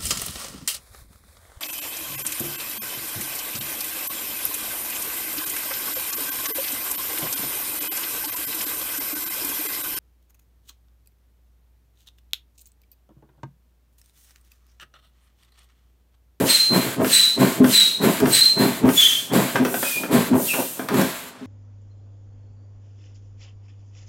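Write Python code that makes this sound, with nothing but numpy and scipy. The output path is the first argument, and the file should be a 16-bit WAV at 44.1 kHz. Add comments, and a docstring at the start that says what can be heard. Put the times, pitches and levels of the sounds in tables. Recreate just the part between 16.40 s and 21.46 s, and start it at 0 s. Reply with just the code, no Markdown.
"""Foot pump and rubber boat

A bellows foot pump inflates a rubber boat in a furnished living room, seven presses, straight ahead.
Each press crumples the bellows (dense slips rung in the hull) and jets noisy air through a ribbed hose,
which whistles in sliding sine tones on its pipe modes, lower when the push is gentler. Each lift unfolds
the bellows and sucks air in. Buckling folds, rubs and plastic clicks intervene; the room answers softly."""
import sys
import numpy as np
from scipy import signal
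from scipy.fft import rfft, irfft, next_fast_len
from scipy.io import wavfile
from scipy.ndimage import uniform_filter1d, minimum_filter1d, map_coordinates

SR = 44100
rng = np.random.default_rng(int(sys.argv[2]) if len(sys.argv) > 2 else 0)


def store_wav(level_fs):
    """Save 16-bit WAV to argv[1]."""
    pcm = np.round(np.clip(np.atleast_2d(level_fs), -1, 1) * 32767)
    wavfile.write(sys.argv[1], SR, pcm.T.astype(np.int16))


N = 223119

# All levels in the tables are relative: each layer has its own gain in the mix.
# foot coming up: start_s, bellows_db, swell_s, crumple_hold_s, intake_length_s, intake_db
FOOT_LIFTS = [ (-0.24, -24, .05, .03, 0.292, -24), (0.304, -16, 0.049, 0.017, 0.27, -28),
              (0.98, -13.5, 0.035, 0.026, 0.23, -29), (1.606, -14, 0.043, 0.031, 0.22, -28),
              (2.172, -15, 0.035, 0.049, 0.25, -29), (2.914, -14, 0.043, 0.048, 0.3, -27.5),
              (3.7, -14.5, 0.041, 0.038, .21, -28.5), (4.5, -15.5, 0.087, 0.028, .42, -31)]
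# foot going down: start_s, bellows_db, crumple_hold_s, flow_rise_s, flow_fall_s, fall_taper (exponent),
# hiss_db, jet_db
FOOT_PRESSES = [ (0.0, -10, 0.024, .10, 0.25, 1.3, -24, -24.5),
                (0.597, -13.5, 0.031, 0.14, 0.26, 1.26, -23.5, -24.5),
                (1.216, -11.5, 0.02, 0.13, 0.31, 2, -22.5, -23.5),
                (1.833, -12, 0.032, .12, 0.28, 1.96, -21.5, -24),
                (2.449, -9.5, 0.018, 0.16, 0.34, 1.49, -21.5, -27),
                (3.201, -17.5, 0.047, 0.3, 0.25, 1.73, -23.5, -34.5),
                (3.929, -12, 0.031, 0.15, 0.52, 1.75, -22, -37)]
# the hose sings on a pipe mode: start_s, length_s, pitch_hz, level_db, fade_db_per_s, octave_db
HOSE_TONES = [ (0.096, 0.27, 4120, -13.5, 51, -5.5), (0.718, 0.25, 4136, -25, 23, 3.5),
              (0.728, 0.21, 3995, -16.5, 36, 0), (0.80, 0.079, 3866, -21, 6, -22),
              (1.322, 0.25, 4134, -22.5, 31, -12), (1.339, 0.073, 3980, -13, 20, -5.5),
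              (1.388, .22, 3855, -18.5, 67, -20), (1.93, .25, 4124, -17, 32, -1),
              (1.928, 0.092, 3992, -21, 27, 2.5), (2.018, 0.017, 4105, -9, 10, -34),
              (2.57, 0.172, 3415, -15.5, 39, -11), (2.606, .165, 3153, -19.5, 28, -10),
              (3.445, 0.065, 2490, -28, 14, -17), (3.523, 0.071, 2428, -21.5, 140, -28),
              (4.086, 0.1, 2745, -27.5, 120, -13), (4.087, 0.041, 2590, -28, 10, -37),
              (4.088, 0.052, 2420, -32, 8.5, -24)]
# foot and hand rub on the pump and hull: start_s, length_s, low_db, creak_db
RUBBER_RUBS = [(0.448, 0.037, -16.5, -32), (3.151, 0.009, -14.5, -23), (3.293, 0.11, -30, -40),
               (3.565, 0.2, -28.5, -37.5), (4.144, 0.013, -22, -25), (4.19, 0.005, -19, -24),
               (4.395, 0.06, -30, -37)]
# a fold of the bellows buckles: start_s, level_db
FOLD_BUCKLES = [(0.607, -11.5), (1.203, 3), (1.825, -2), (2.44, -1.5), (3.196, -5), (3.911, -3.5),
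                (5.012, -24.5)]
# the plastic pump and the fittings click: start_s, level_db, knock_db, treble_db
PLASTIC_CLICKS = [(0.646, -15.5, -21, -7), (1.2434, -15, -21, -3), (1.6194, -39, -1, -7),
                  (1.8019, -19, -9, 7.5), (1.856, -16, -21.5, -14.5), (2.168, -29.5, -15, -11),
                  (2.4897, -15, -17, -6), (2.9346, -10.5, 4, -1), (3.157, -8, -11, -26.5),
                  (3.25, -13.5, -10, 0.5), (3.342, -13, -10, -8), (3.4285, -13.5, -12.5, 1),
                  (3.6355, -17, -2, -15), (4.1356, -19, -16, -12), (4.1987, -18, 17, 5),
                  (4.394, -17, -3.5, -15), (4.4866, -17, -15, 2), (4.5424, -21, -18, 6.5),
                  (4.6134, -16, -11, 5.5)]
# resonances of the air-filled bellows: pitch_hz, level_db, t60_s
BELLOWS_MODES = [(138, -18, 0.14), (219, -1, 0.14), (254.6, 3.5, 0.18), (284, -7.5, 0.031),
                 (411.7, -5.5, 0.14), (641, -12, 0.071)]
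# lowest resonances of boat and room: pitch_hz, level_db, t60_s
BOOM_MODES = [(132.7, -21, 0.5), (208.1, 0, 0.57), (251, -14.5, 0.39), (401, -25.5, 0.2)]
# resonances of boat and room that colour the rubber: centre_hz, width_hz, boost_db
HULL_RESONANCES = [(128.3, 11, 5), (208.4, 4.7, 6.5), (249, 34, 2), (311, 45, 2.5), (405.2, 21, 4.5),
                   (487, 72, 4.5), (604, 8.1, 3.5), (656.4, 30, 8.5)]
# spectrum of the bellows crumpling: frequency_hz, level_db
FOLDING_SPECTRUM = [(25, -79), (55, -20), (85, -21.5), (130, -2.5), (240, -3.5), (340, -3), (460, -5.5),
                    (700, -15.5), (950, -15), (1300, -23.5), (2700, -34), (5000, -46), (9000, -49)]
# spectrum of the bellows springing open: frequency_hz, level_db
UNFOLDING_SPECTRUM = [(24, -53), (40, -64), (64, -22), (93, -27.5), (122, -5), (233, 2.5), (312, -4.5),
                      (403, -4.5), (540, -10.5), (649, -16.5), (752, -16.5), (1030, -15), (1210, -24.5),
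                      (1680, -22.5), (3200, -37.5), (4160, -57), (7040, -120)]
# spectrum of air sucked through the inlet: frequency_hz, level_db
INTAKE_SPECTRUM = [(410, -13.5), (700, 2), (767, -24), (829, -4), (1130, -1), (1230, -4.5), (1510, -3),
                   (2180, -4), (2820, -7), (4020, -7), (5790, -16.5), (7710, -7), (8900, -12.5),
                   (12200, -7.5), (15800, -14)]
# spectrum of the bright hiss of the outflow: frequency_hz, level_db
HISS_SPECTRUM = [(1500, -20), (4000, -18), (6000, -5), (7500, 0), (9000, 4), (11300, 0), (12300, 7.5),
                 (14000, 3), (16000, 0.5)]
# spectrum of the air jet: frequency_hz, level_db
JET_SPECTRUM = [(700, -22.5), (1300, -8), (2000, -10), (3000, 1), (4300, -1), (5200, -3.5), (7000, -3),
                (9000, -3.5), (14000, -10.5)]
# spectrum of the knocked plastic: frequency_hz, level_db
CASING_SPECTRUM = [(120, -36.5), (200, 7.5), (616, 8), (1060, -6), (1370, -4), (2120, -12), (2380, -13.5),
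                   (2990, -15.5), (3300, -14.5), (3860, -24), (4140, -25), (4710, -24.5), (6000, -28),
                   (7800, -49), (13200, -120)]
# spectrum of the steady background noise: frequency_hz, level_db
BACKGROUND_SPECTRUM = [(25, -45), (60, -7), (120, 3.5), (250, -7), (600, 0.5), (1500, -1.5), (4000, -10.5),
                       (16000, -30)]
# reverberation of the living room: frequency_hz, t60_s
ROOM_DECAY = [(150, 0.23), (1000, 0.27), (4000, 0.49), (9000, 0.48), (15000, 0.11)]
# stereo spread: frequency_hz, side_db
SIDE_SPECTRUM = [(70, 7), (150, -20), (500, -15), (1200, -24.5), (2400, -48), (4000, -27), (8000, -12),
                 (12000, -31.5)]

FOLD_RISE_DB_PER_S, FOLD_FALL_DB_PER_S = 438, 219  # crumpling under the foot
UNFOLD_START_DB, UNFOLD_FALL_DB_PER_S = -9.5, 250  # the bellows spring open, swell and settle
RUB_RISE_DB_PER_S, RUB_FALL_DB_PER_S = 1200, 302  # this rise also serves the unfolding
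SETTLE_DB, SETTLE_DB_PER_S = -29.5, 20  # the rubber keeps stirring faintly after each movement
JET_GROWS, CREASE_GROWS = 1.02, 0.91  # exponents: jet against flow, small creases against big folds
INTAKE_SAG_DB_PER_S, INLET_CLOSE_S = 48, 0.033  # suction fades as the bellows fill
SHARP_HZ, SHARP_SETTLES_S = 41.3, 0.027  # each tone starts sharp and slides down onto its mode
SWELL_S = 0.025  # longest build-up of a tone in the hose, counted from its nominal start
# the octave is strongest early in a tone, then fades to a faint floor
OCTAVE_HOLD_S, OCTAVE_FADE_DB_PER_S, OCTAVE_LEAST_DB = 0.026, 218, -27
TOP_HZ = 15900  # upper band limit


def amp(db):
    """Decibels to gain."""
    return 10 ** (np.asarray(db) / 20)


def unit(x):
    """Scale to rms 1."""
    return x / np.sqrt(np.mean(x ** 2) + 1e-20)


def along(points, hz):
    """Interpolate (Hz, value) points on a logarithmic frequency axis."""
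    f, v = np.transpose(points)
    return np.interp(np.log(hz + 1), np.log(f), v)


def since(s):
    """Seconds since s, for every sample."""
    return np.arange(N) / SR - s


def wobble(rate, size=N):
    """A smooth random curve with rate knots a second."""
    knots = rng.standard_normal(int(size * rate / SR) + 4)
    return map_coordinates(knots, [np.arange(size) * rate / SR])


def coloured(x, gain_db):
    """Filter x causally (minimum phase) with a gain in dB given as a function of frequency."""
    m = 2 * next_fast_len(x.shape[-1] // 2 + 4096)
    cepstrum = irfft(np.log(amp(gain_db(np.fft.rfftfreq(m, 1 / SR))) + 1e-6), m)
    # folding the cepstrum forward in time makes the filter causal
    cepstrum[1:m // 2] *= 2
    cepstrum[m // 2 + 1:] = 0
    return irfft(rfft(x, m) * np.exp(rfft(cepstrum)), m)[..., :x.shape[-1]]


def rush(spectrum):
    """Turbulent air as shaped noise of rms 1."""
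    return unit(coloured(rng.standard_normal(N), lambda hz: along(spectrum, hz)))


def add(track, s, sound):
    """Mix a sound into the track at s seconds."""
    part = track[max(round(s * SR), 0):][:len(sound)]
    part += sound[:len(part)]


def movement(t, hold, rise, fall):
    """Gain of moving rubber: rise and fall in dB per s around a hold, then faint settling."""
    before, after = np.maximum(-t, 0), np.maximum(t - hold, 0)
    settling = amp(SETTLE_DB - SETTLE_DB_PER_S * after)
    return amp(-rise * before) * np.maximum(amp(-fall * after), settling)


def crumple(spectrum, rate, spread_db, rub):
    """Dense slips of the rubber ring in the hull: big folds sound low, small creases higher."""
    sizes = amp(spread_db * rng.standard_normal(N))
    slips = (rng.random(N) < rate / SR) * rng.choice([-1, 1], N) * sizes  # rate in slips per s
    drive = unit(slips) + rub * rng.standard_normal(N)

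    def hull(hz):
        """Rubber spectrum in dB with the resonances of boat and room on top."""
        peaks = sum(db / (1 + (2 * (hz - centre) / width) ** 2) for centre, width, db in HULL_RESONANCES)
        return along(spectrum, hz) + peaks

    low_tilt = [(440, 19), (600, -22.0), (1000, -3.5)]
    high_tilt = [(250, -22.0), (420, -19.5), (540, 15)]
    folds = coloured(drive, lambda hz: hull(hz) + along(low_tilt, hz))
    creases = coloured(np.roll(drive, SR // 200), lambda hz: hull(hz) + along(high_tilt, hz))
    return unit(folds), unit(creases)


def lift():
    """The spring unfolds the bellows while air is sucked through the inlet."""
    unfolding, intake = 0, 0
    for s, db, swell, hold, length, intake_db in FOOT_LIFTS:
        t = since(s)
        opening = np.clip(t / swell, 0, 1)
        stir = movement(t, swell + hold, RUB_RISE_DB_PER_S, UNFOLD_FALL_DB_PER_S)
        unfolding = unfolding + amp(db + UNFOLD_START_DB * (1 - opening)) * stir
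        closing = np.clip((length - t) / INLET_CLOSE_S, 0, 1)
        suction = amp(intake_db - INTAKE_SAG_DB_PER_S * np.maximum(t - swell, 0))
        intake = intake + suction * opening ** 1.1 * closing
    folds, creases = crumple(UNFOLDING_SPECTRUM, rate=800, spread_db=3.0, rub=0.5)
    air = amp(4.5 + 0.75 * wobble(50)) * intake * rush(INTAKE_SPECTRUM)
    return amp(-0.5) * unfolding * folds + amp(-11) * unfolding ** CREASE_GROWS * creases + air


def airflow():
    """Gains of hiss and jet: flow builds as the foot sinks and tapers off as the bellows empty."""
    hiss, jet = 0, 0
    for s, _, _, rise, fall, taper, hiss_db, jet_db in FOOT_PRESSES:
        t = since(s)
        sinking = np.clip(t / rise, 0, 1)
        emptying = np.clip(1 - (t - rise) / fall, 0, 1) ** taper
        flow = np.sin(np.pi / 2 * sinking) ** 1.09 * emptying
        hiss = hiss + amp(hiss_db) * flow
        jet = jet + amp(jet_db) * flow ** JET_GROWS * sinking ** 2.04
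    return hiss, jet


def press(hiss, jet):
    """The bellows fold, then air jets through the valve; a slackening jet loses its lower roar first."""
    folding = sum(amp(db) * movement(since(s), hold, FOLD_RISE_DB_PER_S, FOLD_FALL_DB_PER_S)
                  for s, db, hold, *_ in FOOT_PRESSES)
    creasing = np.pad(folding, (int(0.0073 * SR), 0))[:N] ** CREASE_GROWS  # creases lag by 7.3 ms
    folds, creases = crumple(FOLDING_SPECTRUM, rate=590, spread_db=2.0, rub=0.63)
    flow = jet / jet.max()
    roar_spectrum = [(900, -35.5), (1300, -5.5), (1800, 6), (2800, 4.5), (4500, -11)]
    roar = flow ** 1.47 * amp(-24.5) * rush(roar_spectrum)
    air = amp(-2.5) * hiss * rush(HISS_SPECTRUM) + amp(4) * jet * rush(JET_SPECTRUM) + roar
    rubber = amp(-5.0) * folding * folds + amp(-13.5) * creasing * creases
    return rubber + air * amp(0.15 * wobble(42))


def whistle(jet, edge=.014, flutter_db=3.0, spacing_hz=138, side_tone_db=-11, breath_db=-10):
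    """The hose slides onto a pipe mode and fades there; the tone clears as the jet slackens."""
    out = np.zeros(N)
    for start, length, hz, db, fade, octave_db in HOSE_TONES:
        size = int((length + 2 * edge) * SR)
        t = np.arange(size) / SR - edge
        flow = np.interp((start + t) * SR, np.arange(N), jet / jet.max())
        building = (t + edge) / (edge + min(SWELL_S, length / 2))
        ending = (length + edge - t) / (2 * edge)
        swell = np.sin(np.pi / 2 * np.clip(np.minimum(building, ending), 0, 1)) ** 1.3

        jitter = .005 * flow ** .5 * wobble(220, size)
        sharp = SHARP_HZ * np.exp(-np.maximum(t, 0) / SHARP_SETTLES_S)
        phase = 2 * np.pi * np.cumsum(hz * (1 + jitter) + sharp) / SR

        # a strong jet also roughens the tone with wavering side tones and a breathy skirt
        side_tones = 0
        for k in (-3.5, -2.1, -0.22, 3.7):  # offset in units of spacing_hz
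            level = amp(side_tone_db * abs(k) ** .5) * (1 + wobble(45, size))
            offset = 2 * np.pi * (k * spacing_hz * t + rng.random())
            side_tones = side_tones + level * np.sin(phase + offset)
        skirt = wobble(851, size) * np.sin(phase) + wobble(799, size) * np.cos(phase)
        breath = amp(breath_db) * skirt

        shiver = 1.1 * flow * wobble(350, size)
        octave_fade = OCTAVE_FADE_DB_PER_S * np.maximum(t - OCTAVE_HOLD_S, 0)
        overblow = amp(OCTAVE_LEAST_DB) + amp(octave_db - octave_fade)
        octave = overblow * amp(1.5 * wobble(133, size)) * np.sin(2 * phase + shiver)

        tone = np.sin(phase) + flow * (side_tones + breath) + octave
        level = amp(db - fade * t + flutter_db * wobble(135, size))
        add(out, start - edge, swell * level * tone)
    return amp(1.5) * out


def rubs():
    """Short scuffs of foot and hand make the rubber slip, mostly during the last two presses."""
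    folds, creases = crumple(FOLDING_SPECTRUM, rate=680, spread_db=1.5, rub=0.48)
    out = 0
    for s, length, low_db, creak_db in RUBBER_RUBS:
        scuff = amp(low_db - 9) * folds + amp(creak_db - 4.0) * creases
        out = out + movement(since(s), length, RUB_RISE_DB_PER_S, RUB_FALL_DB_PER_S) * scuff
    return out


def buckles(attack=.005):
    """A fold gives way under the foot and the air-filled bellows boom briefly in decaying sines."""
    out, t = np.zeros(N), np.arange(SR // 3) / SR
    for s, db in FOLD_BUCKLES:
        ring = 0
        for hz, level, t60 in BELLOWS_MODES:
            decay = amp(level + rng.standard_normal() - 60 * t / t60)  # each mode varies by about 1 dB
            ring = ring + decay * np.sin(2 * np.pi * (hz * t + rng.random()))
        ring = ring * (1 - np.exp(-t / attack))
        add(out, s, amp(db - 4) * ring / np.abs(ring).max())
    return out


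def clicks(t60=0.054):
    """Dry knocks of hard plastic: decaying noise with its own weight, plus a shorter treble crack."""
    out, t = np.zeros(N), np.arange(SR // 8) / SR
    for s, db, knock_db, treble_db in PLASTIC_CLICKS:
        burst = rng.standard_normal(len(t)) * amp(-60 * t / t60)
        weight = [(600, knock_db), (1200, 0)]
        body = coloured(burst, lambda hz: along(CASING_SPECTRUM, hz) + along(weight, hz))
        edge = [(2000, -17), (5000, -1), (15000, 2.0)]
        crack = coloured(burst * amp(-500 * t), lambda hz: along(edge, hz))
        add(out, s, amp(db - 19) * unit(body) + amp(db + treble_db - 28.5) * unit(crack))
    return out


def boom(x):
    """The lowest resonances of boat and room ring on after the foot comes down."""
    t = np.arange(SR // 2) / SR
    ring = 0
    for hz, db, t60 in BOOM_MODES:
        resonance_scale = 2 * np.log(1000) / t60  # equal peak response whatever the decay
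        ring = ring + amp(db - 60 * t / t60) * resonance_scale * np.cos(2 * np.pi * hz * t)
    return signal.fftconvolve(x, ring / SR)[:N]


def room(x, delay=.004):
    """The room's diffuse answer: a noise tail in which each frequency dies at its own speed."""
    hz, t, z = signal.stft(rng.standard_normal(SR // 2), SR, nperseg=256)
    decay = amp(-60 * t / along(ROOM_DECAY, hz)[:, None])
    tail = signal.istft(z * decay, SR, nperseg=256)[1]
    delayed = np.pad(x, (int(delay * SR), 0))
    return signal.fftconvolve(delayed, tail / np.linalg.norm(tail))[:N]


def scene():
    """The pump straight ahead of the microphone, nearly mono, widest in the deep bass."""
    hiss, jet = airflow()
    tones, knocks = whistle(jet), clicks()
    down = press(hiss, jet) + buckles()
    pump = down + lift() + rubs()
    to_room = amp(-5.5) * tones + amp(-3.0) * knocks + amp(-8.0) * pump
    background = amp(-47.5) * rush(BACKGROUND_SPECTRUM)
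    mid = pump + boom(down) + tones + knocks + room(to_room) + background
    late_mid = np.pad(mid, (SR // 300, 0))[:N]  # about 3.3 ms late
    side = coloured(0.15 * room(mid) + 0.7 * late_mid, lambda hz: along(SIDE_SPECTRUM, hz))
    return np.array([mid + side, mid - side])


def record(dry):
    """The microphone chain limits the highest peaks, thins the deep bass and stops at TOP_HZ."""
    ceiling, hold = .75, SR // 200
    needed = np.minimum(1, ceiling / (np.abs(dry).max(axis=0) + 1e-9))
    limited = dry * uniform_filter1d(minimum_filter1d(needed, 2 * hold), hold)
    m = next_fast_len(N + SR // 2)
    hz = np.fft.rfftfreq(m, 1 / SR)
    bass_cut = hz / np.hypot(hz, 40)  # corner at 40 Hz
    return irfft(rfft(limited, m) * bass_cut * (hz < TOP_HZ), m)[:, :N]


dry = scene()
out = record(dry)
store_wav(out)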